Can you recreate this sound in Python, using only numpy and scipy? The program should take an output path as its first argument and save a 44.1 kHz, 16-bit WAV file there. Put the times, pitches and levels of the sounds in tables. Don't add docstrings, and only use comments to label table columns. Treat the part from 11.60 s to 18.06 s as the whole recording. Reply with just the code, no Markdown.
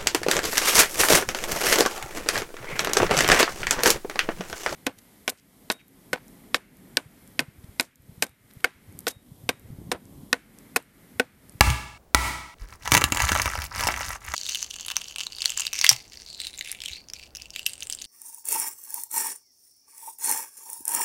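import sys
import numpy as np
from scipy import signal
from scipy.fft import rfft, irfft
from scipy.io import wavfile
from scipy.ndimage import uniform_filter1d

SR = 44100
rng = np.random.default_rng(int(sys.argv[2]) if len(sys.argv) > 2 else 0)


def wav_record(signal):
    frames = np.transpose(np.atleast_2d(signal))
    bounded = np.clip(frames, -1, 1)
    quanta = np.round(bounded * 32767).astype(np.int16)
    wavfile.write(sys.argv[1], SR, quanta)


N = 284886

# (time [s], level [dB], thump level [dB], spot on the board [0-1],
# relative tail level [dB], time the tail holds its level [s], time until all stops [s])
KNOCKS = [(0.0085, -1.5, -19.5, 0.01, -27.5, 0.064, 0.371), (0.547, -5.5, -21, 0.98, -28, 0.13, 0.396)]
# (time [s], relative level [dB], treble gain [dB])
CRACKS = [(1.2561, -30, -9), (1.2761, -22, -5.5), (1.3194, -10, 0), (1.336, -16.5, -3),
          (1.3409, -12.5, 0.5), (1.3497, -9, -1.5), (1.3685, -13.5, -1), (1.376, -13, 0.5),
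          (1.4113, -25, 0.5), (1.4172, -17, -9.5), (1.4401, -11.5, 2), (1.5216, -16, -5.5),
          (1.5473, -25, 0), (1.5715, -20, -1), (1.6022, -17, -8), (1.6205, -21, 5), (1.6393, -23, -8),
          (1.6917, -18, -11), (1.718, -15.5, -5), (1.752, -19, -11), (1.7605, -18.5, -14),
          (1.7742, -29, 10), (1.798, -17.5, -12), (1.8181, -22, 17), (1.858, -19.5, -4),
          (1.877, -23.5, -12), (1.9536, -25, -14), (2.0191, -28, -6), (2.2078, -23, -5), (2.237, -23, -2.5),
          (2.2705, -18.5, -6), (2.2766, -22.5, 19), (2.2866, -16.5, -21), (2.3065, -26.5, -17),
          (2.4079, -25, -11), (2.505, -27.5, -9), (2.7382, -22, -8.5)]
# (time [s], relative level [dB], treble gain [dB])
TAPS = [(0.072, -26, -15), (0.102, -23, 1), (1.1263, -40.5, -5), (4.313, -21, 3.5), (4.326, -25.5, 22)]
# (time [s], relative level [dB], pitch [Hz])
BUMPS = [(0.072, -9, 67), (0.098, -17, 124), (1.015, -23, 41.8), (1.322, -17.5, 120), (1.352, -24, 159),
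         (1.435, -20.5, 78), (1.632, -15, 73), (1.71, -18.5, 79), (1.858, -21.5, 72), (1.979, -21, 73),
         (2.245, -27, 77.6), (2.476, -29, 68), (2.687, -33.5, 73), (4.314, -30.5, 121),
         (5.308, -38.5, 68.5)]
# (time [s], relative level [dB], ring frequency [Hz])
SNAPS = [(2.779, -27, 4430), (2.865, -28, 3900), (2.8892, -26.5, 3100), (2.8938, -24, 6050),
         (2.9475, -22.5, 2950), (2.9559, -26.5, 3030), (3.0274, -22, 6230), (3.1061, -33.5, 5730),
         (3.1402, -34, 3020), (3.2094, -31, 6300), (3.2636, -32, 11100), (3.283, -26.5, 2900),
         (3.302, -27, 2980), (3.3119, -30, 2930), (3.3165, -27.5, 3000), (3.3576, -35, 3100),
         (3.3667, -16, 6050), (3.4164, -31.5, 3030), (3.4827, -35.5, 5570), (3.5603, -27.5, 2580),
         (3.5838, -28, 3020), (3.667, -25.5, 4100), (3.7841, -32, 4650), (3.8195, -21.5, 4500),
         (3.842, -31, 2760), (3.8569, -13.5, 4270), (3.895, -27.5, 2720), (3.903, -24, 6700),
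         (3.9752, -21, 7400), (3.9966, -21.5, 6960), (4.005, -23, 7000), (4.0675, -21, 4520),
         (4.1302, -26, 2760), (4.134, -24, 5800), (4.19, -22, 5730), (4.213, -16.5, 5750),
         (4.2414, -17, 2600), (4.2448, -11.5, 2130), (4.2651, -12.5, 3030), (4.2914, 0, 5660),
         (4.299, -13.5, 5350), (4.8013, -28, 4070), (4.869, -28, 3780), (4.977, -37, 7200),
         (4.9913, -31, 6600), (5.01, -26, 2080), (5.116, -26, 10950), (5.204, -35, 3400),
         (5.2187, -36, 5500), (5.237, -33, 2410), (5.2591, -26.5, 3400), (5.2844, -31, 2600),
         (5.4858, -41, 5430), (5.4997, -37, 5000), (5.5354, -29.5, 5550), (5.6283, -43.5, 2580),
         (5.7503, -34, 5660), (5.7573, -37, 5550), (5.7694, -34, 5400), (5.82, -35.5, 5470),
         (5.9043, -37.5, 5600), (5.9613, -26, 2700), (5.9933, -29.5, 2740), (6.0635, -18, 2830),
         (6.066, -21.5, 11900), (6.224, -29.5, 3040), (6.2308, -31, 6230), (6.2704, -34, 7900),
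         (6.299, -25.5, 7900), (6.325, -25.5, 5900), (6.349, -31.5, 7900), (6.3878, -38, 4300),
         (6.4206, -31, 6140)]
# (ring frequency [Hz], share of the ring in the energy [0-1])
RING_SHARE = [(2700, 0.59), (4300, 0.86), (9000, 0.81)]
# (time [s], frequency [Hz])
PALM_GAP = [(1.08, 5270), (1.5, 6920), (2.1, 5100), (2.62, 6300)]
# (time [s], main resonance [Hz], resonance of the hollow beneath [Hz],
# upper resonance [Hz])
FLAP = [(2.76, 4400, 3040, 6350), (3.78, 4600, 2960, 6500), (4.0, 4800, 2900, 6550),
        (4.2, 4600, 2140, 5600), (4.6, 4540, 2000, 5540), (4.85, 4050, 2100, 9100),
        (5.1, 3570, 2150, 10500), (5.24, 3160, 2350, 7500), (5.38, 4470, 2240, 5440),
        (5.8, 4600, 2660, 5530), (6.1, 4800, 2930, 8740), (6.45, 4700, 3170, 9000)]
# (frequency [Hz], width [Hz], relative level at spot 0 [dB], at spot 1 [dB])
BOARD_MODES = [(94.45, 57.5, 18, 10.5), (283, 90, 5, 4.5), (663, 69, 4.5, 3.5), (847.6, 25, 19, 14),
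               (970, 53, 15, 15.5), (1178, 36, 18.5, 11.5), (1314, 67, 11.5, 16.5), (1693, 33, 17.5, -15),
               (1952, 60, -4, 16), (2229, 120, 14, 12.5), (2694, 83, 12.5, -5)]
# (frequency [Hz], gain [dB])
CRACK_TONE = [(40, -14.5), (170, 2.5), (400, -2.5), (850, 3.5), (1900, 3), (3600, 1), (9000, -1.5),
              (15000, -8.5)]
# (frequency [Hz], gain [dB])
CLICK_TONE = [(60, -33), (600, -7), (1400, -1.5), (1950, -5), (2700, 2), (5000, -1), (7500, 0), (10500, -8),
              (15500, -12)]
# (frequency [Hz], gain [dB])
HALL_TONE = [(40, 8.5), (150, 2.5), (450, -2.5), (2300, 3), (4000, -0.5), (9000, -3), (15000, -11.5)]
# (frequency [Hz], time to fall 60 dB [s])
HALL_T60 = [(100, 0.44), (2200, 0.74), (4500, 0.77), (14000, 0.48)]
# (frequency [Hz], time to fall 60 dB [s])
KITCHEN_T60 = [(100, 0.57), (1000, 0.19), (5000, 0.078), (14000, 0.12)]
# (frequency [Hz], relative spectral density [dB])
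AIR_TONE = [(20, -6), (45, -9), (64, 0.5), (100, -10.5), (700, -15.5), (1300, -24.5), (3000, -34),
            (15000, -35)]
# (time [s], gain [dB])
GRIP = [(2.95, -9), (3.3, 1.5), (4.25, -4.5), (4.33, -23)]
# (start [s], length [s], relative crunch level [dB], relative rumble level [dB])
STROKES = [(0.945, 0.094, -47, -44), (1.021, 0.13, -49, -50), (1.181, 0.32, -36, -39.5),
           (1.492, 0.57, -28, -35), (2.071, 0.488, -30.5, -39), (2.576, 0.24, -37.5, -47)]
# (start [s], length [s], relative level [dB],
# relative level of the hollow beneath [dB], relative level of the upper resonance [dB])
PULLS = [(2.739, 0.2, -33.5, -8, -4), (2.872, 0.16, -33, -5, 1.5), (3.09, 0.43, -38, 5.5, 1),
         (3.585, 0.021, -27.5, 3.5, 0.5), (3.697, 0.09, -39.5, -4, -18), (3.794, 0.14, -33.5, 6.5, 2),
         (3.964, 0.087, -30, 6.5, -1.5), (4.134, 0.057, -30, 16, 11), (4.215, 0.12, -28, -1, -6.5),
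         (4.375, 0.24, -52, -4, 0), (4.512, 0.11, -44, -3, -8.5), (4.656, 0.2, -42, -25, -14),
         (4.794, 0.079, -36, -3, -3), (4.928, 0.093, -43, -4, -5), (5.036, 0.096, -36.5, 9.5, 0.5),
         (5.208, 0.14, -38.5, 2.5, -6.5), (5.537, 0.1, -44.5, -1, -11), (5.746, 0.11, -46, 15.5, 2),
         (5.924, 0.095, -42.5, 1, -4), (6.049, 0.088, -38.5, 2, 8), (6.183, 0.05, -42.5, 2, 22),
         (6.29, 0.04, -38, 5, 4), (6.39, 0.088, -39, 1, 0)]
# (start [s], length [s], relative level [dB])
SQUEAKS = [(4.667, 0.089, -47), (4.79, 0.033, -42), (5.313, 0.04, -40.5)]

LEAN_S, EASE_DB_PER_S, LET_GO_S = 0.14, 21.5, 0.0085
TAKE_HOLD_S, SLACKEN_DB_PER_S, DIE_AWAY_S = 0.0098, 7, 0.037
FULL_PULL_STEPS_PER_S = 9700
CRACK_RUN_S, CRUMBLE_S, CRUMBLE_DB = 0.0019, 0.007, -13
ORDINARY_CRACK_DB, BASS_PER_DB = -14, 1.54
SHELL_NOTE_HZ, SHELL_NOTE_WIDTH_HZ, SHELL_NOTE_DB = 5630, 32, -4
OVERTONE_RATIO, OVERTONE_DB = 1.9, -9.5
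ROLL_END_S = 2.748
CUTOFF_HZ = 16100


def knocks(size=20000):
    out = np.zeros(N)
    for s, db, thump_db, spot, tail_db, hold_s, tail_s in KNOCKS:
        blow = attack_one(board(signal.unit_impulse(size), spot, modes_db=-1.0))
        crush = attack_one(coloured(fracture(run_s=0.0017, size=size), CRACK_TONE))
        impact = blow + amp(-2.5) * crush
        wash = rms_one(coloured(reverb(HALL_T60, build_s=0.0029, hold_s=hold_s, size=size), HALL_TONE))
        modes = lingering_modes(spot, hold_s, t60=0.73, size=size)
        tail = amp(-9.0) * wash + amp(-5.5) * modes
        low = thump(hz=61.9, t60=0.58, size=size)
        whole = amp(db) * impact + amp(tail_db) * tail - amp(thump_db) * low
        add(out, s, whole[:round(tail_s * SR)])
    return out


def lingering_modes(spot, hold_s, t60, size):
    t, out = np.arange(size) / SR, 0
    for hz, width_hz, db0, db1 in BOARD_MODES:
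        band = ring(ring(rng.standard_normal(size), hz, width_hz), hz, 2 * width_hz)
        gain = amp(db0 + spot * (db1 - db0)) * np.sqrt(width_hz)
        out = out + gain * evened(band, size=3000)
    swell = 1 - np.exp(-t / 0.0044)
    return rms_one(out * dying(t - hold_s, t60) * swell)


def board(force, spot, modes_db):
    out = coloured(force, CRACK_TONE)
    for hz, width_hz, db0, db1 in BOARD_MODES:
        out += amp(modes_db + db0 + spot * (db1 - db0)) * ring(force, hz, width_hz)
    return out


def thump(hz, t60, size=30000):
    t = np.arange(size) / SR
    return np.sin(2 * np.pi * hz * t) * dying(t, t60)


def cracks(rows):
    out = np.zeros(N)
    for s, db, bright_db in rows:
        force = fracture(CRACK_RUN_S) + amp(CRUMBLE_DB) * fracture(CRUMBLE_S)
        sound = board(force, rng.random(), modes_db=-5)
        bass_db = BASS_PER_DB * (db - ORDINARY_CRACK_DB)
        sound = coloured(sound, [(220, bass_db), (600, 0), (1800, 0), (5000, bright_db)])
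        add(out, s, amp(db) * attack_one(sound))
    return out


def fracture(run_s, size=6000):
    return rng.standard_normal(size) * (np.exp(-np.arange(size) / SR / run_s) + 1e-12)


def rolling():
    t = np.arange(N // 2) / SR
    breaks = fragments(t, per_s=2000, spread_db=5.5, low_hz=700, high_hz=15000)
    plates = rms_one(grains(t, per_s=350, spread_db=5.5, cluster_s=0.00068))
    breaks += amp(-5.5) * plates
    crunch = coloured(board(breaks, 0.77, modes_db=-9.5),
                      [(250, -4.5), (1000, 2.0), (1700, 5.5), (3500, -4.5), (12000, -2.0)])
    rustle = under_palm(grains(t, per_s=1600, spread_db=10, cluster_s=0.0011))
    rumble = coloured(rng.standard_normal(len(t)),
                      [(20, -12.0), (50, 5.0), (72, 3.0), (135, -6.5), (260, -19.5), (900, -41)])
    shell = evened(crunch, size=2000) + amp(-7.5) * evened(rustle)
    wood = evened(rumble, size=2000)
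    out = np.zeros(N)
    for s, length_s, db, rumble_db in STROKES:
        force = effort(t - s, length_s, LEAN_S, EASE_DB_PER_S, LET_GO_S)
        add(out, 0, force * (amp(db) * shell + amp(rumble_db) * wood))
    return out


def under_palm(x):
    hz = in_time(PALM_GAP, np.arange(len(x)) / SR)[0]
    return gliding_ring(gliding_ring(x, hz, width_hz=1360), hz, width_hz=2500)


def snaps():
    out = np.zeros(N)
    for s, db, hz in SNAPS:
        force = fracture(run_s=0.0009)
        share = np.clip(at_hz(RING_SHARE, hz), 0, .95)
        first, second = (attack_one(ring(ring(force, f, width_hz=780), f, .5 * f))
                         for f in (hz, OVERTONE_RATIO * hz))
        tone = attack_one(coloured(first + amp(OVERTONE_DB) * second, CLICK_TONE))
        click = attack_one(coloured(fracture(run_s=0.00062), CLICK_TONE))
        add(out, s, amp(db) * attack_one(np.sqrt(share) * tone + np.sqrt(1 - share) * click))
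    return out


def peeling(size=30000):
    t, out = np.arange(size) / SR, np.zeros(N)
    for s, length_s, db, hollow_db, upper_db in PULLS:
        main_hz, hollow_hz, upper_hz = in_time(FLAP, s + t)
        steps_per_s = FULL_PULL_STEPS_PER_S * np.sqrt(amp(db))
        steps = grains(t, per_s=steps_per_s, spread_db=8, cluster_s=0.00025)
        main, upper, hollow, edge = (evened(steps * rng.standard_normal(size)) for _ in range(4))
        main = gliding_ring(gliding_ring(main, main_hz, width_hz=440), main_hz, width_hz=4500)
        upper = gliding_ring(gliding_ring(upper, upper_hz, width_hz=1400), upper_hz, width_hz=2100)
        hollow = gliding_ring(gliding_ring(hollow, hollow_hz, width_hz=450), hollow_hz, width_hz=2500)
        flap = main + amp(upper_db) * upper + amp(hollow_db - 1.5) * hollow
        ticks = fragments(t, per_s=3100, spread_db=6.5, low_hz=1980, high_hz=15000)
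        mix = rms_one(flap) + amp(-6.0) * ticks + amp(-3.5) * edge
        tearing = evened(coloured(mix, CLICK_TONE), size=2800)
        pull = effort(t, length_s, TAKE_HOLD_S, SLACKEN_DB_PER_S, DIE_AWAY_S)
        add(out, s, amp(db - 3.0) * pull * tearing)
    return out


def squeaks(size=20000):
    t, out = np.arange(size) / SR, np.zeros(N)
    for s, length_s, db in SQUEAKS:
        hz = in_time(FLAP, s + t)[0]
        slips = grains(t, per_s=900, spread_db=5, cluster_s=0.0005)
        voice = evened(gliding_ring(gliding_ring(slips, hz, width_hz=270), hz, width_hz=1100))
        pull = effort(t, length_s, TAKE_HOLD_S, SLACKEN_DB_PER_S, DIE_AWAY_S)
        add(out, s, amp(db) * pull * voice)
    return out


def held_egg(x):
    free = signal.sosfilt(signal.butter(5, 1650, "high", fs=SR, output="sos"), x + 1e-18)
    free = free + amp(SHELL_NOTE_DB) * ring(free, SHELL_NOTE_HZ, SHELL_NOTE_WIDTH_HZ)
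    body = ring(ring(x, 835, 1060), 670, 1120)
    return free + level(GRIP, np.arange(N) / SR) * body


def fragments(t, per_s, spread_db, low_hz, high_hz, count=8):
    bands = (ring(grains(t, per_s / count, spread_db, cluster_s=0.00045), hz, 0.63 * hz)
             for hz in np.geomspace(low_hz, high_hz, count))
    return rms_one(sum(bands))


def grains(t, per_s, spread_db, cluster_s):
    draw = rng.random(len(t)) * SR / per_s
    born, sizes = draw < 1, np.full(len(t), 1e-12)
    sizes[born] = amp(spread_db * np.minimum(-np.log(draw[born]), 5))
    clustered = signal.lfilter([1], [1, -np.exp(-1 / (SR * cluster_s))], sizes)
    return clustered * rng.uniform(-1.2, 1, len(t))


def effort(t, length_s, attack_s, sag_db_per_s, release_s):
    build = np.sin(np.pi / 2 * np.clip(t / attack_s, 0, 1)) ** 2
    sag = amp(-sag_db_per_s * np.maximum(t - attack_s, 0))
    return build * sag * np.exp(-np.maximum(t - length_s, 0) / release_s)


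def bumps():
    out = np.zeros(N)
    for s, db, hz in BUMPS:
        add(out, s, amp(db) * ring(thump(hz, t60=0.14), hz, 120))
    return out


def reverb(t60, build_s, hold_s=0, size=40000):
    t, edges = np.arange(size) / SR, np.geomspace(40, 17000, 13)
    out = 0
    for low, high in zip(edges, edges[1:]):
        band_filter = signal.butter(2, [low, high], "band", fs=SR, output="sos")
        band = signal.sosfilt(band_filter, rng.standard_normal(size))
        out = out + band * dying(t - hold_s, at_hz(t60, np.sqrt(low * high)))
    return rms_one(out * (1 - np.exp(-t / build_s))) / np.sqrt(size)


def still_air():
    return amp(-57.5) * rms_one(coloured(rng.standard_normal(N), AIR_TONE))


def dying(t, t60):
    return np.exp(-np.log(1000) * np.maximum(t, 0) / t60)


def resonance(hz, width_hz):
    r = np.exp(-np.pi * width_hz / SR)
    return (1 - r * r) / 2 * np.array([1, 0, -1]), [1, -2 * r * np.cos(2 * np.pi * hz / SR), r * r]


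def ring(x, hz, width_hz):
    return signal.lfilter(*resonance(hz, width_hz), x + 1e-18)


def gliding_ring(x, hz, width_hz, size=512):
    out, state = np.zeros(len(x)), np.zeros(2)
    for i in range(0, len(x), size):
        coefficients = resonance(hz[i], width_hz)
        out[i:i + size], state = signal.lfilter(*coefficients, x[i:i + size] + 1e-18, zi=state)
    return out


def coloured(x, spectrum, size=4096):
    hz = np.arange(size // 2 + 1) * SR / size
    cepstrum = irfft(np.log(amp(at_hz(spectrum, hz))))
    cepstrum[1:size // 2] *= 2
    cepstrum[size // 2 + 1:] = 0
    return signal.oaconvolve(x, irfft(np.exp(rfft(cepstrum))))[:len(x)]


def evened(x, size=1300):
    power = uniform_filter1d(uniform_filter1d(x ** 2, size), size // 2)
    return x / np.sqrt(np.abs(power) + 1e-12)


def attack_one(x, size=176):
    return x / np.sqrt(np.mean(x[:size] ** 2))


def rms_one(x):
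    return x / np.sqrt(np.mean(x ** 2) + 1e-20)


def amp(db):
    return 10 ** (np.asarray(db) / 20)


def in_time(rows, t):
    s, *columns = np.transpose(rows)
    return [np.interp(t, s, c) for c in columns]


def level(rows, t):
    return amp(in_time(rows, t)[0])


def at_hz(points, hz):
    f, value = np.transpose(points)
    return np.interp(np.log(hz + 1e-9), np.log(f), value)


def add(out, s, sound):
    i = max(round(s * SR), 0)
    out[i:i + len(sound)] += sound[:N - i]


def scene():
    kitchen = reverb(KITCHEN_T60, build_s=0.00028, size=18000)
    cracked = cracks(CRACKS)
    rolled = cracked + amp(1.5) * under_palm(cracked) + rolling()
    rolled = rolled + amp(-12.5) * signal.oaconvolve(rolled, kitchen)[:N]
    rolled = rolled * (np.arange(N) / SR < ROLL_END_S)
    handled = cracks(TAPS) + held_egg(snaps() + peeling() + squeaks())
    handled = handled + amp(-12.0) * signal.oaconvolve(handled, kitchen)[:N]
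    return (knocks() + rolled + handled + bumps() + still_air())[None]


def record(dry):
    low_pass = signal.ellip(10, .1, 70, CUTOFF_HZ, fs=SR, output="sos")
    return signal.sosfilt(low_pass, np.clip(dry, -1, 1))


dry = scene()
out = record(dry)
wav_record(out)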